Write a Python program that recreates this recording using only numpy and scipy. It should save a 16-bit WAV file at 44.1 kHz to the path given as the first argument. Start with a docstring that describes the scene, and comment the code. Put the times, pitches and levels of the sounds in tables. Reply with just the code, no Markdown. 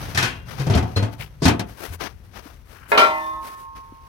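"""A galvanised bin lid, rattled and dropped by hand outdoors, close to a hand-held phone: each blow is a low
boom, a crowd of decaying sheet modes, and bursts of noise for rattle and crack.
A steel ash tray is then lifted off paving: its long modes are fed by five knocks and beam as it turns.
Shoes and clothes scuff in grainy noise, metal scrapes in jagged noise bands, and a low rumble lies beneath."""
import sys
import numpy as np
from scipy import signal
from scipy.fft import rfft, irfft
from scipy.io import wavfile
from scipy.ndimage import uniform_filter1d

SR = 44100
rng = np.random.default_rng(int(sys.argv[2]) if len(sys.argv) > 2 else 0)


def voltage_ratio(decibels):
    """Convert decibels (scalar or array-like) to amplitude ratios, 20 dB per decade."""
    exponent = np.asarray(decibels, float) / 20
    return 10 ** exponent


def unload_wav(signal):
    """Save mono or channel-first audio to the path in sys.argv[1] as 16-bit WAV at rate SR, clipped to [-1, 1]."""
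    wavfile.write(
        sys.argv[1],
        SR,
        np.round(np.clip(np.atleast_2d(signal).T, -1, 1) * 32767).astype(np.int16),
    )


N = 180324
TIME = np.arange(N) / SR
EDGE_DB = 25.5  # how far a scuff or scrape has dropped at the ends of its rise and fall


def between(hz, points):
    """Read (Hz, dB) points on a log-frequency axis."""
    at, db = np.transpose(points)
    return np.interp(np.log(hz), np.log(at), db, left=-80, right=-80)


def walk(rate):
    """Random levels held 1 / rate s and slewed twice; spread near 1."""
    hold = int(SR / rate)
    steps = np.repeat(rng.standard_normal(N // hold + 1), hold)
    return 1.16 * uniform_filter1d(uniform_filter1d(steps, hold), hold)[:N]


def colour(x, points, peaks_db=0.):
    """Filter by (Hz, dB) points, to rms 1; peaks_db adds the jagged response of dense sheet-metal modes."""
    bins = N // 2 + 1
    hz = np.maximum(np.arange(bins) * SR / N, 1)
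    db = between(hz, points) + peaks_db * walk(300)[:bins]  # here the walk runs along frequency
    y = irfft(rfft(x) * voltage_ratio(db), N)
    return y / np.sqrt(np.mean(y ** 2))


def noise(like):
    """Left and right noise that share a part: like is their correlation."""
    mid, side = rng.standard_normal((2, N))
    like = np.clip(like, 0, 1)
    return np.sqrt((1 + like) / 2) * mid + np.sqrt((1 - like) / 2) * side * np.array([[1], [-1]])


def ring(hz, t, lag_s, skew):
    """A steady mode at both microphone ports: the left hears it lag_s later, skew radians off."""
    turn = np.pi * hz * lag_s + skew / 2
    return np.array([np.sin(2 * np.pi * hz * t - turn), np.sin(2 * np.pi * hz * t + turn)])


def fade(t60):
    """A third of a second of exponential decay."""
    return voltage_ratio(-60 * TIME[:SR // 3] / np.maximum(t60, .005))


def cluster(points, t60, lag_s, count):
    """A crowd of short modes, others at every blow as the grip and the struck spot change."""
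    u = rng.random((count, 4))
    pitch, level, decay, phase = u[:, :1], u[:, 1:2], u[:, 2:3], u[:, 3:]
    hz = points[0][0] * (points[-1][0] / points[0][0]) ** pitch
    # higher modes die sooner
    envelope = fade(t60 * (.5 + decay) * (hz / 1000) ** -.25)
    size = voltage_ratio(between(hz, points) + 10 * (level - .5)) * envelope
    skew = 2.57 * (level - decay) * np.minimum(hz / 700, 3)
    return np.sum(size * ring(hz, TIME[:SR // 3] + phase, lag_s, skew), axis=1)


def add(out, s, burst):
    """Mix a burst in from time s on."""
    i = int(s * SR)
    out[..., i:i + burst.shape[-1]] += burst[..., :N - i]


def distance_from_peak(s, rise_s, fall_s):
    """Time away from a peak at s: 0 there, 1 at the ends of rise and fall, held at 10."""
    away = np.where(TIME < s, (s - TIME) / rise_s, (TIME - s) / fall_s)
    return np.minimum(away, 10)


def background():
    """Low thumping rumble from hand and breeze, stronger on the left: noise with a wandering level."""
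    # course of the rumble before its wander and left-right offset: (time [s], level [dB])
    course = [(0, -40.5), (1, -41.5), (2.2, -45), (4.09, -50)]
    # relative spectrum of the rumble: (frequency [Hz], level [dB])
    spectrum = [(20, -18), (45, 6.5), (70, 1.5), (140, -8.5), (300, -23.5), (600, -31)]
    db = np.interp(TIME, *np.transpose(course))
    return colour(noise(0.78), spectrum) * voltage_ratio(db + 2.2 * walk(20) + np.array([[3.0], [-3.0]]))


def rubbing():
    """Shoes, cloth and lid rub as grainy body and thin hiss; a hand on the lid makes the drum hum along."""
    # scuffs, before grain and pan:
    # (time of the peak [s], rise [s], fall [s], body level [dB], hiss level [dB])
    scuffs = [(0.02, 0.086, 0.44, -31, -43), (0.488, 0.044, 0.94, -36, -49.5),
              (0.589, 0.028, 0.072, -31.5, -46), (1.14, 0.04, 0.023, -37.5, -48),
              (1.209, 0.031, 0.079, -33.5, -41), (1.7, 0.048, 0.13, -41, -50),
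              (1.836, 0.11, 0.12, -32, -40), (1.947, 0.047, 0.022, -32.5, -36.5),
              (2.012, 0.016, 0.11, -25.5, -40.5), (2.064, 0.064, 0.023, -24.5, -41.5),
              (2.369, 0.053, 0.064, -32.5, -46.5), (2.47, 0.12, 0.16, -42, -52.5),
              (2.719, 0.073, 0.28, -44.5, -52), (2.9, 0.025, 0.13, -34.5, -36),
              (3.148, 0.28, 0.37, -41, -49), (3.471, 0.094, 0.12, -36.5, -43),
              (3.6, 0.066, 0.083, -47, -51), (3.764, 0.016, 0.058, -36.5, -49.5)]
    # faint rustle between scuffs: (body level [dB], hiss level [dB])
    still_db = (-55, -64.5)
    # relative spectra of body and hiss: (frequency [Hz], level [dB per Hz])
    body_spectrum = [(120, -4.5), (250, 1), (600, -1.5), (1500, -3), (4000, -12), (6300, -12.5),
                     (7200, -36)]
    hiss_spectrum = [(6500, -3.5), (8500, -1.5), (11700, 2), (16300, -2.5)]
    # side on which the rubbing lies: (time [s], left minus right [dB])
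    pan = [(0, 3), (1.15, 33), (1.3, 4), (1.8, 12), (2.04, 39), (2.25, 3.5), (2.37, 31.5), (2.6, 5.5),
           (2.9, 26), (3.15, 8), (4.09, 3)]
    lid_off_s = 1.66

    power = voltage_ratio(2 * np.array(still_db))[:, None] + np.zeros(N)
    for s, rise_s, fall_s, *dbs in scuffs:
        drop_db = EDGE_DB * distance_from_peak(s, rise_s, fall_s) ** 1.55  # higher power = flatter top
        power += voltage_ratio(2 * (np.array(dbs)[:, None] - drop_db))
    body_level, hiss_level = np.sqrt(power)
    # dense grit of uneven size: fast and slower flicker
    grain = voltage_ratio(1.73 * walk(300) + 1.75 * walk(39.86))
    body = colour(noise(0.11) * grain, body_spectrum)
    hiss = colour(noise(0.1) * grain, hiss_spectrum)
    drum = colour(noise(0.85), [(70, -3.0), (125, 3.0), (200, -14.5)]) * (TIME < lid_off_s)
    left = 1 / (1 + voltage_ratio(-2 * np.interp(TIME, *np.transpose(pan))))  # left share of the power
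    rub = (body_level * body + hiss_level * hiss) * np.sqrt([left, 1 - left])
    return rub + voltage_ratio(-16.5) * body_level ** 0.58 * drum


def drag():
    """Short gritty scrapes of metal on metal or stone, each exciting its own patch of sheet-metal modes."""
    # scrapes, before flicker and left-right offset:
    # (time of the peak [s], rise [s], fall [s], level [dB], centre frequency [Hz])
    scrapes = [(0.743, 0.013, 0.02, -31.5, 3200), (1.213, 0.026, 0.065, -40, 2700),
               (1.448, 0.03, 0.027, -27.5, 5300), (2.83, 0.13, 0.13, -49.5, 1600)]
    out = 0
    for s, rise_s, fall_s, db, hz in scrapes:
        patch = [(0.31 * hz, -20), (0.93 * hz, 0), (1.09 * hz, -5.0), (2 * hz, -15)]
        scrape = colour(noise(0.16), patch, peaks_db=2.5)
        drop_db = EDGE_DB * distance_from_peak(s, rise_s, fall_s) ** 2
        out = out + scrape * voltage_ratio(db + 4.4 * walk(250) - drop_db)
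    return out * voltage_ratio(np.array([[4.5], [-4.5]]))


def tray():
    """Each knock feeds the tray's modes unevenly and jolts their phase; harder ones reach higher modes."""
    # knocks on the paving, levels relative:
    # (time [s], ring level [dB], crack level [dB], hardness [0-1])
    knocks = [(2.918, -5, -35.5, 0.34), (2.951, -7.5, -79, 0.03), (2.976, 0.5, -18, 0.95),
              (3.015, -5.5, -43, 0.67), (3.046, -14.5, -48, 0.4)]
    # tray modes: (frequency [Hz], relative level [dB], decay t60 [s], left minus right [dB])
    modes = [(323, -21.5, 1.8, -2), (421, -1, 0.19, -20), (582, 1, 0.34, -2), (627.3, 0.5, 0.71, 1),
             (680, -7.5, 0.385, 20), (777, -5, 0.69, -12), (909, 1, 0.94, -7), (913, -18.5, 4.2, -9.5),
             (941, 0.5, 0.86, 2), (951, 3, 0.375, 8), (1073.5, -2.5, 2.69, -3.5), (1122, 6, 0.3, 5),
             (1278, -8, 1.63, -1), (1364, 8.5, 0.27, 16.5), (1773, -9.5, 0.98, 12.5), (1940, -12, .26, 6),
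             (2017, 5, 0.56, 5), (2360, 6, 0.26, -7.5), (2460, -15, 0.75, 11), (2520, 8.5, .35, 1.5),
             (2800, -7.5, 0.46, 8), (3130, -6.5, 0.49, -5), (3510, -0.5, 0.17, -6), (3570, -18.5, 0.92, 2),
             (3950, -8, 0.31, 4), (4500, -5.5, 0.21, 9)]
    # the tray turns: (time [s], lag of the left microphone port [ms])
    tilt = [(3.24, 0.25), (3.31, 0.33), (3.38, 0.046), (3.5, 0.27), (4.09, 0.23)]
    grip_s = 3.45  # fingers close on the tray floor and stop its lowest mode

    out, crack = np.zeros((2, N)), np.zeros(N)
    first = int(knocks[0][0] * SR)
    t = TIME[first:]
    lag_s = np.interp(t, *np.transpose(tilt)) / 1000
    for hz, db, t60, pan_db in modes:
        energy, shift = 0, rng.random()
        for s, knock_db, _, hard in knocks:
            age = np.maximum(t - s, 0)
            # each knock lands on another spot
            spot_db = 2.43 * rng.standard_normal()
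            soft_db = 6.0 * (1 - hard) * np.log2(hz / 1000)
            gain = voltage_ratio(knock_db + spot_db - soft_db - 60 * age / t60)
            energy = energy + gain ** 2 * (1 - np.exp(-age / 0.011))
            jolt = 1.04 * rng.standard_normal()  # radians
            shift = shift + jolt * (1 - np.exp(-age / 0.0019)) / (2 * np.pi * hz)
        if hz == modes[0][0]:
            energy = energy * np.exp(-np.maximum(t - grip_s, 0) / 0.013)
        # the turning tray beams its modes, the high ones most, now towards the phone, now away
        beam_db = 6.1 * min(hz / 1800, 1) ** 2 * walk(20.4)[:len(t)]
        level = voltage_ratio(db - 22 + beam_db + np.array([[pan_db], [-pan_db]]) / 2)
        out[:, first:] += level * np.sqrt(energy) * ring(hz, t + shift, lag_s, 0)

    for s, knock_db, crack_db, hard in knocks:
        clank = [(170, -20.0), (280, -9.5), (600, 1.0), (2500, 2.5), (5200, -30 * (1 - hard))]
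        add(out, s, voltage_ratio(knock_db - 23.0) * cluster(clank, 0.22, lag_s[0], count=34))
        add(crack, s, voltage_ratio(crack_db) * fade(0.3))
    crack_spectrum = [(1000, 16.5), (5000, 3.5), (7500, -7.5), (12000, -9.5), (16300, -15.0)]
    return out + crack * colour(noise(0.064), crack_spectrum, peaks_db=3.0) * voltage_ratio(4.0)


def bin_lid():
    """Each blow of the lid booms at the pitch the held lid allows, rings a crowd of sheet modes, rattles and
    cracks; a foot thump at 1.901 s is made the same way."""
    # lid on drum, and at 1.901 s a foot thump; levels relative: (time [s], sheet level [dB], boom frequency
    # [Hz], boom level [dB], # crack level [dB], base decay t60 that each layer scales [s])
    blows = [(0.146, -26, 94, -27, -25, 0.2), (0.173, -21, 130, -25, -18.5, 0.34),
             (0.225, -21, 116, -26.5, -22, 0.29), (0.596, -20, 134.4, -20.5, -33, 0.21),
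             (0.666, -16, 143.8, -19, -31.5, 0.13), (0.697, -11.5, 103.8, -15.5, -31, 0.36),
             (0.749, -6.5, 78.2, -14.5, -26, 0.16), (0.773, -19, 117, -24, -27.5, 0.13),
             (0.825, -19.5, 110.5, -24.5, -40, 0.12), (0.963, -11.5, 99.3, -16, -25.5, 0.19),
             (1.024, -16.5, 108, -20, -33.5, 0.22), (1.419, -12, 134, -26.5, -30.5, 0.35),
             (1.453, -1.5, 83.7, -16.5, -14.5, 0.18), (1.479, -6.5, 113.7, -20, -19, 0.12),
             (1.593, -14.5, 105.7, -30.5, -23.5, 0.1), (1.901, -41, 84.3, -32, -51, 0.25)]
    # drum and lid modes: (frequency [Hz], relative level [dB])
    sheet = [(150, 0), (300, -1), (800, -4), (1500, -14)]
    # single clinks and taps: (time [s], frequency [Hz], relative level [dB], decay t60 [s])
    clinks = [(.176, 1800, -11.5, 0.1), (0.3, 2760, -41.5, 0.56), (.83, 753, -31.5, 0.45),
              (0.961, 4140, -21, 0.17), (1.425, 4700, -30, 0.17), (2.458, 286, -33.5, 0.05),
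              (3.923, 273, -31, 0.028)]
    lag_s, boom_s = -0.00034, 0.044  # left port hears the bin first; decay time of the boom

    out, rattle, crack, spit = np.zeros((2, N)), np.zeros(N), np.zeros(N), np.zeros(N)
    t = TIME[:SR // 3]
    for s, sheet_db, boom_hz, boom_db, crack_db, t60 in blows:
        # the hand soon smothers the boom: a rounded knock
        knock = np.exp(-(t / boom_s) ** 1.03) * (1 - fade(0.012))
        add(out, s, voltage_ratio(boom_db + 6.0) * knock * ring(boom_hz, t, lag_s, 0.55))
        add(out, s, voltage_ratio(sheet_db - 18.5) * (1 - fade(0.0053)) * cluster(sheet, t60, lag_s, count=30))
        add(rattle, s, voltage_ratio(sheet_db - 15.0) * (1 - fade(0.054)) * fade(1.8 * t60))
        # the crack's mids swell in; its treble spits 2 ms late and dies sooner
        add(crack, s, voltage_ratio(crack_db) * (1 - fade(0.039)) * fade(1.11 * t60))
        spit_shape = (1 - 0.55 * fade(0.014)) * fade(0.79 * t60) + fade(0.003)
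        add(spit, s + 0.002, voltage_ratio(crack_db - 4.5) * spit_shape)
    for s, hz, db, t60 in clinks:
        add(out, s, voltage_ratio(db) * fade(t60) * ring(hz, t, lag_s, 0))

    # the loose rim buzzes: too many short modes to tell apart
    buzz = colour(noise(0.15), sheet + [(4000, -55)], peaks_db=4.5)
    out += rattle * buzz * voltage_ratio(0.58 * walk(98.0))
    mid_spectrum = [(600, -1.5), (1700, 3.5), (3200, 0.5), (5000, -20.0)]
    high_spectrum = [(3500, 2.0), (6200, -1), (7500, -9.0), (12000, -13.5), (16300, -23.0)]
    mids = crack * colour(noise(0.05), mid_spectrum, peaks_db=3.0)
    highs = spit * colour(noise(0.21), high_spectrum, peaks_db=4.0)
    cracks = (mids + highs) * voltage_ratio(0.41 * walk(300) + np.array([[3.0], [-3.0]]))
    return out * voltage_ratio(np.array([[1.3], [-1.3]])) + cracks


def scene():
    """All sources, outdoors and close, with no reverberation added."""
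    return background() + rubbing() + drag() + tray() + bin_lid()


def band_limit(x):
    """A steep low-pass at the top of the band."""
    return signal.sosfilt(signal.butter(12, 16450, fs=SR, output="sos"), x)


def record(dry):
    """The phone's microphone cuts the deepest bass and rounds its loudest peaks."""
    bass_cut = signal.butter(2, 38, "high", fs=SR, output="sos")
    mix = np.tanh(0.8 * signal.sosfilt(bass_cut, dry)) / 0.81
    return band_limit(mix)


dry = scene()
out = record(dry)
unload_wav(out)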